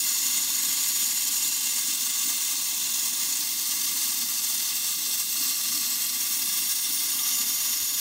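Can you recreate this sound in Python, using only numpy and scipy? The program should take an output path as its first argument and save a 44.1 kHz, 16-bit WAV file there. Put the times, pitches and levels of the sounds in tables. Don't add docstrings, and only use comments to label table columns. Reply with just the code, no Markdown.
import sys
import numpy as np
from scipy import signal
from scipy.fft import rfft, irfft, next_fast_len
from scipy.io import wavfile

SR = 44100
rng = np.random.default_rng(int(sys.argv[2]) if len(sys.argv) > 2 else 0)


def volts(x):
    e = np.asarray(x, float) / 20
    return 10 ** e


def inscribe(sig):
    pcm = np.round(np.clip(np.atleast_2d(sig).T, -1, 1) * 32767)
    wavfile.write(sys.argv[1], SR, pcm.astype(np.int16))


N = 352932

# time_s, hiss_db
FLAME_FORCE = [(0.0, -25.5), (2.78, -26.5), (3.36, -26.5), (3.43, -27.5), (3.96, -26), (4.48, -27),
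               (4.94, -27), (4.99, -28), (5.21, -26), (5.26, -28.5), (5.46, -25.5), (5.55, -27.5),
               (5.61, -26.5), (7.08, -26.5), (7.17, -25), (7.84, -26), (7.87, -27.5), (8.0, -25.5)]
# frequency_hz, density_db (per Hz)
JET_SPECTRUM = [(5300, -43), (6050, 0.5), (6500, 2), (7500, 1.2), (9000, -4), (10000, -5.5), (12000, -4),
                (14400, 0.5), (15700, -3.5), (17000, -9)]
# delay_ms, share (of the direct sound)
NEAR_PANELS = [(0.098, 0.09), (0.331, 0.05), (0.439, 0.12), (0.525, -0.06), (0.64, -0.05), (0.82, -0.06),
               (0.942, -0.06), (1.126, 0.07), (1.278, 0.07), (1.606, 0.07), (1.683, -0.09), (1.935, 0.06),
               (2.458, 0.07), (2.772, -0.05)]
POSE_CHANGES = [.65, 1.7, 3.45, 4.7, 6.2, 7.1]
# pose_number, delay_ms, share (of the direct sound)
POSE_ECHOES = [(0, 0.508, -0.19), (0, 1.194, -0.13), (0, 1.48, 0.17), (0, 1.657, 0.12), (1, 0.483, -0.1),
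               (1, 0.703, 0.1), (1, 0.875, 0.15), (1, 1.278, -0.18), (2, 0.125, 0.18), (2, 1.322, -0.1),
               (2, 1.388, -0.11), (2, 1.725, 0.07), (2, 4.1, -0.07), (3, 0.24, 0.12), (3, 0.484, 0.16),
               (3, 0.615, -0.11), (3, 1.266, 0.12), (4, 0.235, 0.09), (4, 0.438, -0.13), (4, 0.513, 0.08),
               (4, 0.778, 0.11), (5, 0.205, 0.17), (5, 0.859, -0.12), (5, 0.969, -0.12), (5, 1.42, 0.12),
               (6, 0.124, -0.17), (6, 0.445, 0.21), (6, 0.572, -0.2), (6, 1.241, -0.13), (6, 1.758, 0.14)]
# frequency_hz, width_hz, level_db
BAY_MODES = [(675.0, 139.0, -16.2), (886.0, 107.0, -11.4), (1060.0, 135.0, -12.7), (1190.0, 88.0, -7.4),
             (1469.0, 69.0, -15.4), (1640.0, 118.0, -13.4), (1973.0, 164.0, -8.4), (2105.0, 81.0, -5.8),
             (2372.0, 45.0, -35.8), (2548.0, 45.0, -19.7), (2574.0, 148.0, -10.2), (2764.0, 73.0, -3.0),
             (3200.0, 328.0, -1.0), (3359.0, 121.0, 1.3), (3531.0, 80.0, 3.2), (3873.0, 450.0, -3.1),
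             (4125.0, 117.0, -1.1), (4368.0, 89.0, -2.5), (4679.0, 199.0, -5.1), (4915.0, 45.0, -5.2),
             (5105.0, 68.0, -2.7), (5396.0, 87.0, -1.4), (5581.0, 101.0, 3.3), (5932.0, 66.0, -16.5),
             (6189.0, 61.0, -10.0), (6189.0, 199.0, -0.3)]
# frequency_hz, width_hz, depth_db
PANEL_NULLS = [(599.0, 163.0, -20.0), (775.0, 250.0, -15.3), (1281.0, 250.0, -13.2), (1800.0, 185.0, -16.2),
               (1996.0, 119.0, -11.4), (2368.0, 79.0, -6.2), (2988.0, 250.0, -15.8), (3232.0, 250.0, -11.8),
               (3495.0, 250.0, -9.0), (3771.0, 112.0, -9.0), (3905.0, 147.0, -10.5), (4493.0, 84.0, -7.4),
               (4967.0, 30.0, -0.8), (5542.0, 125.0, -7.6), (5828.0, 97.0, -4.1), (5992.0, 46.0, -2.6)]
# start_s, end_s, frequency_hz, gain_db
GLINTS = [(-0.4, 1.2, 6100, -4), (-0.4, 1.74, 6980, 4.5), (-0.4, 2.4, 8000, 4), (-0.4, 2.8, 13160, -3.3),
          (0.1, 4.9, 8240, -2.5), (0.7, 3.3, 14160, -3.4), (0.8, 3.0, 2440, 2), (0.9, 7.5, 8680, 1.3),
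          (1.0, 1.8, 13510, -9), (1.0, 2.8, 11890, 2), (1.2, 3.2, 3070, 3), (1.3, 2.7, 14540, -8),
          (1.6, 2.8, 11650, -1), (1.8, 4.5, 8550, -5.5), (1.9, 3.1, 12130, 5.9), (2.8, 5.6, 9000, 0),
          (2.9, 5.5, 15330, 4.2), (3.3, 5.6, 4720, 3), (3.6, 11, 2410, -4.5), (4.8, 6.4, 10300, -3),
          (5.0, 8.4, 5650, 3.5), (5.6, 7, 12990, 3), (5.7, 6.5, 2310, 4.5), (5.8, 7, 11800, 4.5),
          (6.0, 8.4, 6200, -8.5), (6.2, 8.4, 4130, -5.5), (6.6, 9.4, 5930, 1), (6.8, 8.4, 9720, 4.6),
          (7.0, 7.2, 14230, 1), (7.2, 9.2, 12600, -13)]
# frequency_hz, width_hz, level_db
ROAR_MODES = [
    (195, 70, -5),
    (248, 60, -1),
    (294, 50, 0),
]
# centre_s, rise_db, half_length_s
SURGES = [
    (0.503, 4.5, 0.38),
    (1.347, 2, 0.15),
    (1.87, 5, 0.089),
    (3.1, 2, .3),
    (3.85, 5.5, 0.15),
    (4.25, 4, 0.083),
    (5.053, 3, 0.056),
    (5.45, 5, .08),
    (5.747, 6.5, .08),
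    (7.27, 4, .2),
]
# frequency_hz, density_db (per Hz)
DIFFUSE_SPECTRUM = [(300, -30), (600, -11), (1000, -9), (3000, -6), (6000, 0), (7000, -20)]
# frequency_hz, density_db (per Hz)
FLOOR_SPECTRUM = [(15, -14), (25, -10), (41, -13), (50, -3), (62, -12), (80, -4), (116, -1.5), (170, -0.5),
                  (350, -4.5), (520, -7.5), (800, -20)]
# centre_s, level_db, pitch_hz, length_s
PUFFS = [
    (1.735, -59, 490, .08),
    (5.09, -57, 460, .05),
    (7.44, -60, 430, .05),
]
# start_s, peak_db, pitch_hz, t60_s
KNOCKS = [
    (7.817, -44.5, 85, 0.11),
]

SPUTTER_DB, SPUTTERS_PER_S = 0.44, 23
EDDY_RATE = 25
TREBLE_DB, UPPER_BAY_DB, LOWER_BAY_DB = -1.16, -6, -19.5
LOWER_BAY_FOLLOWS = 1.7
PANEL_STRENGTH, POSE_STRENGTH, POSE_FADE_S = 1, 1.34, 0.13
GLINT_WIDTH_HZ, GLINT_FADE_S = 160, 0.11
ROAR_DB, ROAR_WAVER_DB, ROAR_FLICKER_DB = -55.5, 0.96, 1.2
DIFFUSE_DB, FLOOR_DB = -54, -59.5
TOP_HZ = 15745
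TIME_S = np.arange(N) / SR


def rms_one(x):
    return x / np.sqrt(np.mean(x ** 2) + 1e-20)


def drift(rate):
    r = np.exp(-40 * np.pi * rate / SR)
    slow = signal.lfilter([1], [1, -2 * r, r * r], rng.standard_normal(N // 20 + 4002))
    slow = slow[4000:]
    return np.interp(np.arange(N) / 20, np.arange(len(slow)), rms_one(slow - slow.mean()))


def colour(x, spectrum):
    size = next_fast_len(N)
    hz, db = np.transpose(spectrum)
    log_hz = np.log(np.maximum(np.arange(size // 2 + 1) * SR / size, 1))
    gain = volts(np.interp(log_hz, np.log(hz), db))
    return rms_one(irfft(rfft(x, size) * gain, size)[:N])


def resonance(x, hz, width_hz):
    r = np.exp(-np.pi * width_hz / SR)
    poles = [1, -2 * r * np.cos(2 * np.pi * hz / SR), r * r]
    return signal.lfilter([(1 - r * r) / 2, 0, (r * r - 1) / 2], poles, x)


def held(s, start, end, fade_s):
    return np.tanh((s - start) / fade_s) / 2 + np.tanh((end - s) / fade_s) / 2


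def turbulence(flutter, own_db, spit_db):
    sizes = volts(3 * np.minimum(rng.exponential(1, N), 3)) * rng.choice([-1, 1], N)
    spits = rms_one(sizes * (rng.random(N) < 1500 / SR))
    white = rng.standard_normal((2, N))
    edges_hz = [20, 1400, 3800, 8500, 11500, 20000]
    noise = 0
    for k, band in enumerate(zip(edges_hz, edges_hz[1:])):
        band_filter = signal.butter(3, band, "band", fs=SR, output="sos")
        eddies = signal.sosfilt(band_filter, white[k % 2])
        noise = noise + volts(own_db * drift(EDDY_RATE)) * eddies
    return flutter * (noise + volts(spit_db) * spits)


def panel_echoes(x, echo_db, sway_ms):
    size = next_fast_len(N)
    slow_sway, quick_sway = drift(.12), drift(.3)
    fine = 3 * irfft(rfft(x, size), 3 * size)
    out = x.copy()
    for lag_ms, a, b, side in rng.uniform([2.5, -1, -1, -1], [9, 1, 1, 1], (9, 4)):
        lag = (lag_ms + sway_ms * (a * slow_sway + b * quick_sway)) * SR / 1000
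        echo = fine[(3 * (np.arange(N) - lag)).astype(int)]
        out += volts(echo_db - lag_ms) * np.sign(side) * echo
    return rms_one(out)


def reflect(spectrum, echoes, strength):
    hz = np.arange(len(spectrum)) * SR / next_fast_len(N)
    copies = sum(strength * share * np.exp(-2j * np.pi * hz * ms / 1000) for ms, share in echoes)
    return spectrum * (1 + copies)


def poses(x):
    size, out = next_fast_len(N), 0
    near = reflect(rfft(x, size), NEAR_PANELS, PANEL_STRENGTH)
    bounds = [-np.inf, *POSE_CHANGES, np.inf]
    for pose, (start, end) in enumerate(zip(bounds, bounds[1:])):
        echoes = [row[1:] for row in POSE_ECHOES if row[0] == pose]
        posed = rms_one(irfft(reflect(near, echoes, POSE_STRENGTH), size)[:N])
        out = out + held(TIME_S, start, end, POSE_FADE_S) * posed
    return out


def nulls(x):
    for hz, width, db in PANEL_NULLS:
        x = x + (volts(db) - 1) * resonance(x, hz, width)
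    return x


def bay(x, wander_db):
    feeds = volts(wander_db * rng.standard_normal((len(BAY_MODES), 12)))
    along = np.linspace(0, 11, N)
    ringing = 0
    for k, (hz, width, db) in enumerate(BAY_MODES):
        feed = np.interp(along, np.arange(12), feeds[k])
        ringing = ringing + (-1) ** k * volts(db) * feed * resonance(x, hz, width)
    return nulls(ringing)


def glints(x):
    x = x.copy()
    for start, end, hz, db in GLINTS:
        span = slice(max(round((start - .4) * SR), 0), min(round((end + .4) * SR), N))
        s = np.arange(span.start, span.stop + 256, 256) / SR
        strip_gain = volts(db * held(s, start, end, GLINT_FADE_S)) - 1
        gain = np.interp(np.arange(span.start, span.stop) / SR, s, strip_gain)
        x[span] += gain * resonance(x[span], hz, GLINT_WIDTH_HZ)
    return x


def torch():
    flutter = volts(.9 * drift(75))
    treble = colour(turbulence(flutter, own_db=.7, spit_db=-4), JET_SPECTRUM)
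    treble = poses(panel_echoes(treble, echo_db=-9, sway_ms=.03))

    inside = bay(turbulence(flutter, own_db=.6, spit_db=-6), wander_db=.9)
    inside = signal.sosfilt(signal.butter(7, [520, 6330], "band", fs=SR, output="sos"), inside)
    lower = signal.sosfiltfilt(signal.butter(6, 2370, fs=SR, output="sos"), inside)
    upper = inside - lower

    force_s, hiss_db = np.transpose(FLAME_FORCE)
    force_db = np.interp(TIME_S, force_s, hiss_db) + SPUTTER_DB * drift(SPUTTERS_PER_S)
    lower_db = force_db.mean() + LOWER_BAY_FOLLOWS * (force_db - force_db.mean())
    ringing = volts(force_db + UPPER_BAY_DB) * rms_one(upper) + volts(lower_db + LOWER_BAY_DB) * rms_one(lower)
    return glints(volts(force_db + TREBLE_DB) * treble + ringing)


def roar():
    rings = 0
    for hz, width, db in ROAR_MODES:
        skirted = resonance(rng.standard_normal(N), hz, 2 * width)
        rings = rings + volts(db) * resonance(skirted, hz, width)
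    surge_db = sum(db * np.exp(-((TIME_S - s) / half_s) ** 2) for s, db, half_s in SURGES)
    level_db = ROAR_DB + surge_db + ROAR_FLICKER_DB * drift(13) + ROAR_WAVER_DB * drift(3.9)
    return volts(level_db) * rms_one(signal.sosfilt(signal.butter(4, 380, fs=SR, output="sos"), rings))


def scattered_hiss():
    return volts(DIFFUSE_DB) * colour(rng.standard_normal(N), DIFFUSE_SPECTRUM)


def workshop_floor():
    return volts(FLOOR_DB) * colour(rng.standard_normal(N), FLOOR_SPECTRUM)


def puffs():
    noise, out = rng.standard_normal(N), 0
    for s, db, hz, length in PUFFS:
        swell = np.exp(-((TIME_S - s) / length * 2) ** 2)
        out = out + volts(db) * swell * rms_one(resonance(resonance(noise, hz, 110), hz, 110))
    return out


def thump():
    out = np.zeros(N)
    for s, db, hz, t60 in KNOCKS:
        age = np.maximum(TIME_S - s, 0)
        onset = 1 - np.exp(-age / .004)
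        out += volts(db - 60 * age / t60) * onset * np.sin(2 * np.pi * hz * age)
    return out


def scene():
    mix = torch() + roar() + scattered_hiss() + workshop_floor() + puffs() + thump()
    return np.tile(mix, (2, 1))


def low_pass(x):
    return signal.sosfilt(signal.butter(12, 16670, fs=SR, output="sos"), x)


def record(dry):
    size = next_fast_len(N)
    hz = np.arange(size // 2 + 1) * SR / size
    wall = volts(-1.6 * np.clip(hz - TOP_HZ, 0, 90))
    cut = irfft(rfft(dry[0], size) * wall, size)[:N]
    return low_pass(np.tile(cut, (2, 1)))


dry = scene()
out = record(dry)
inscribe(out)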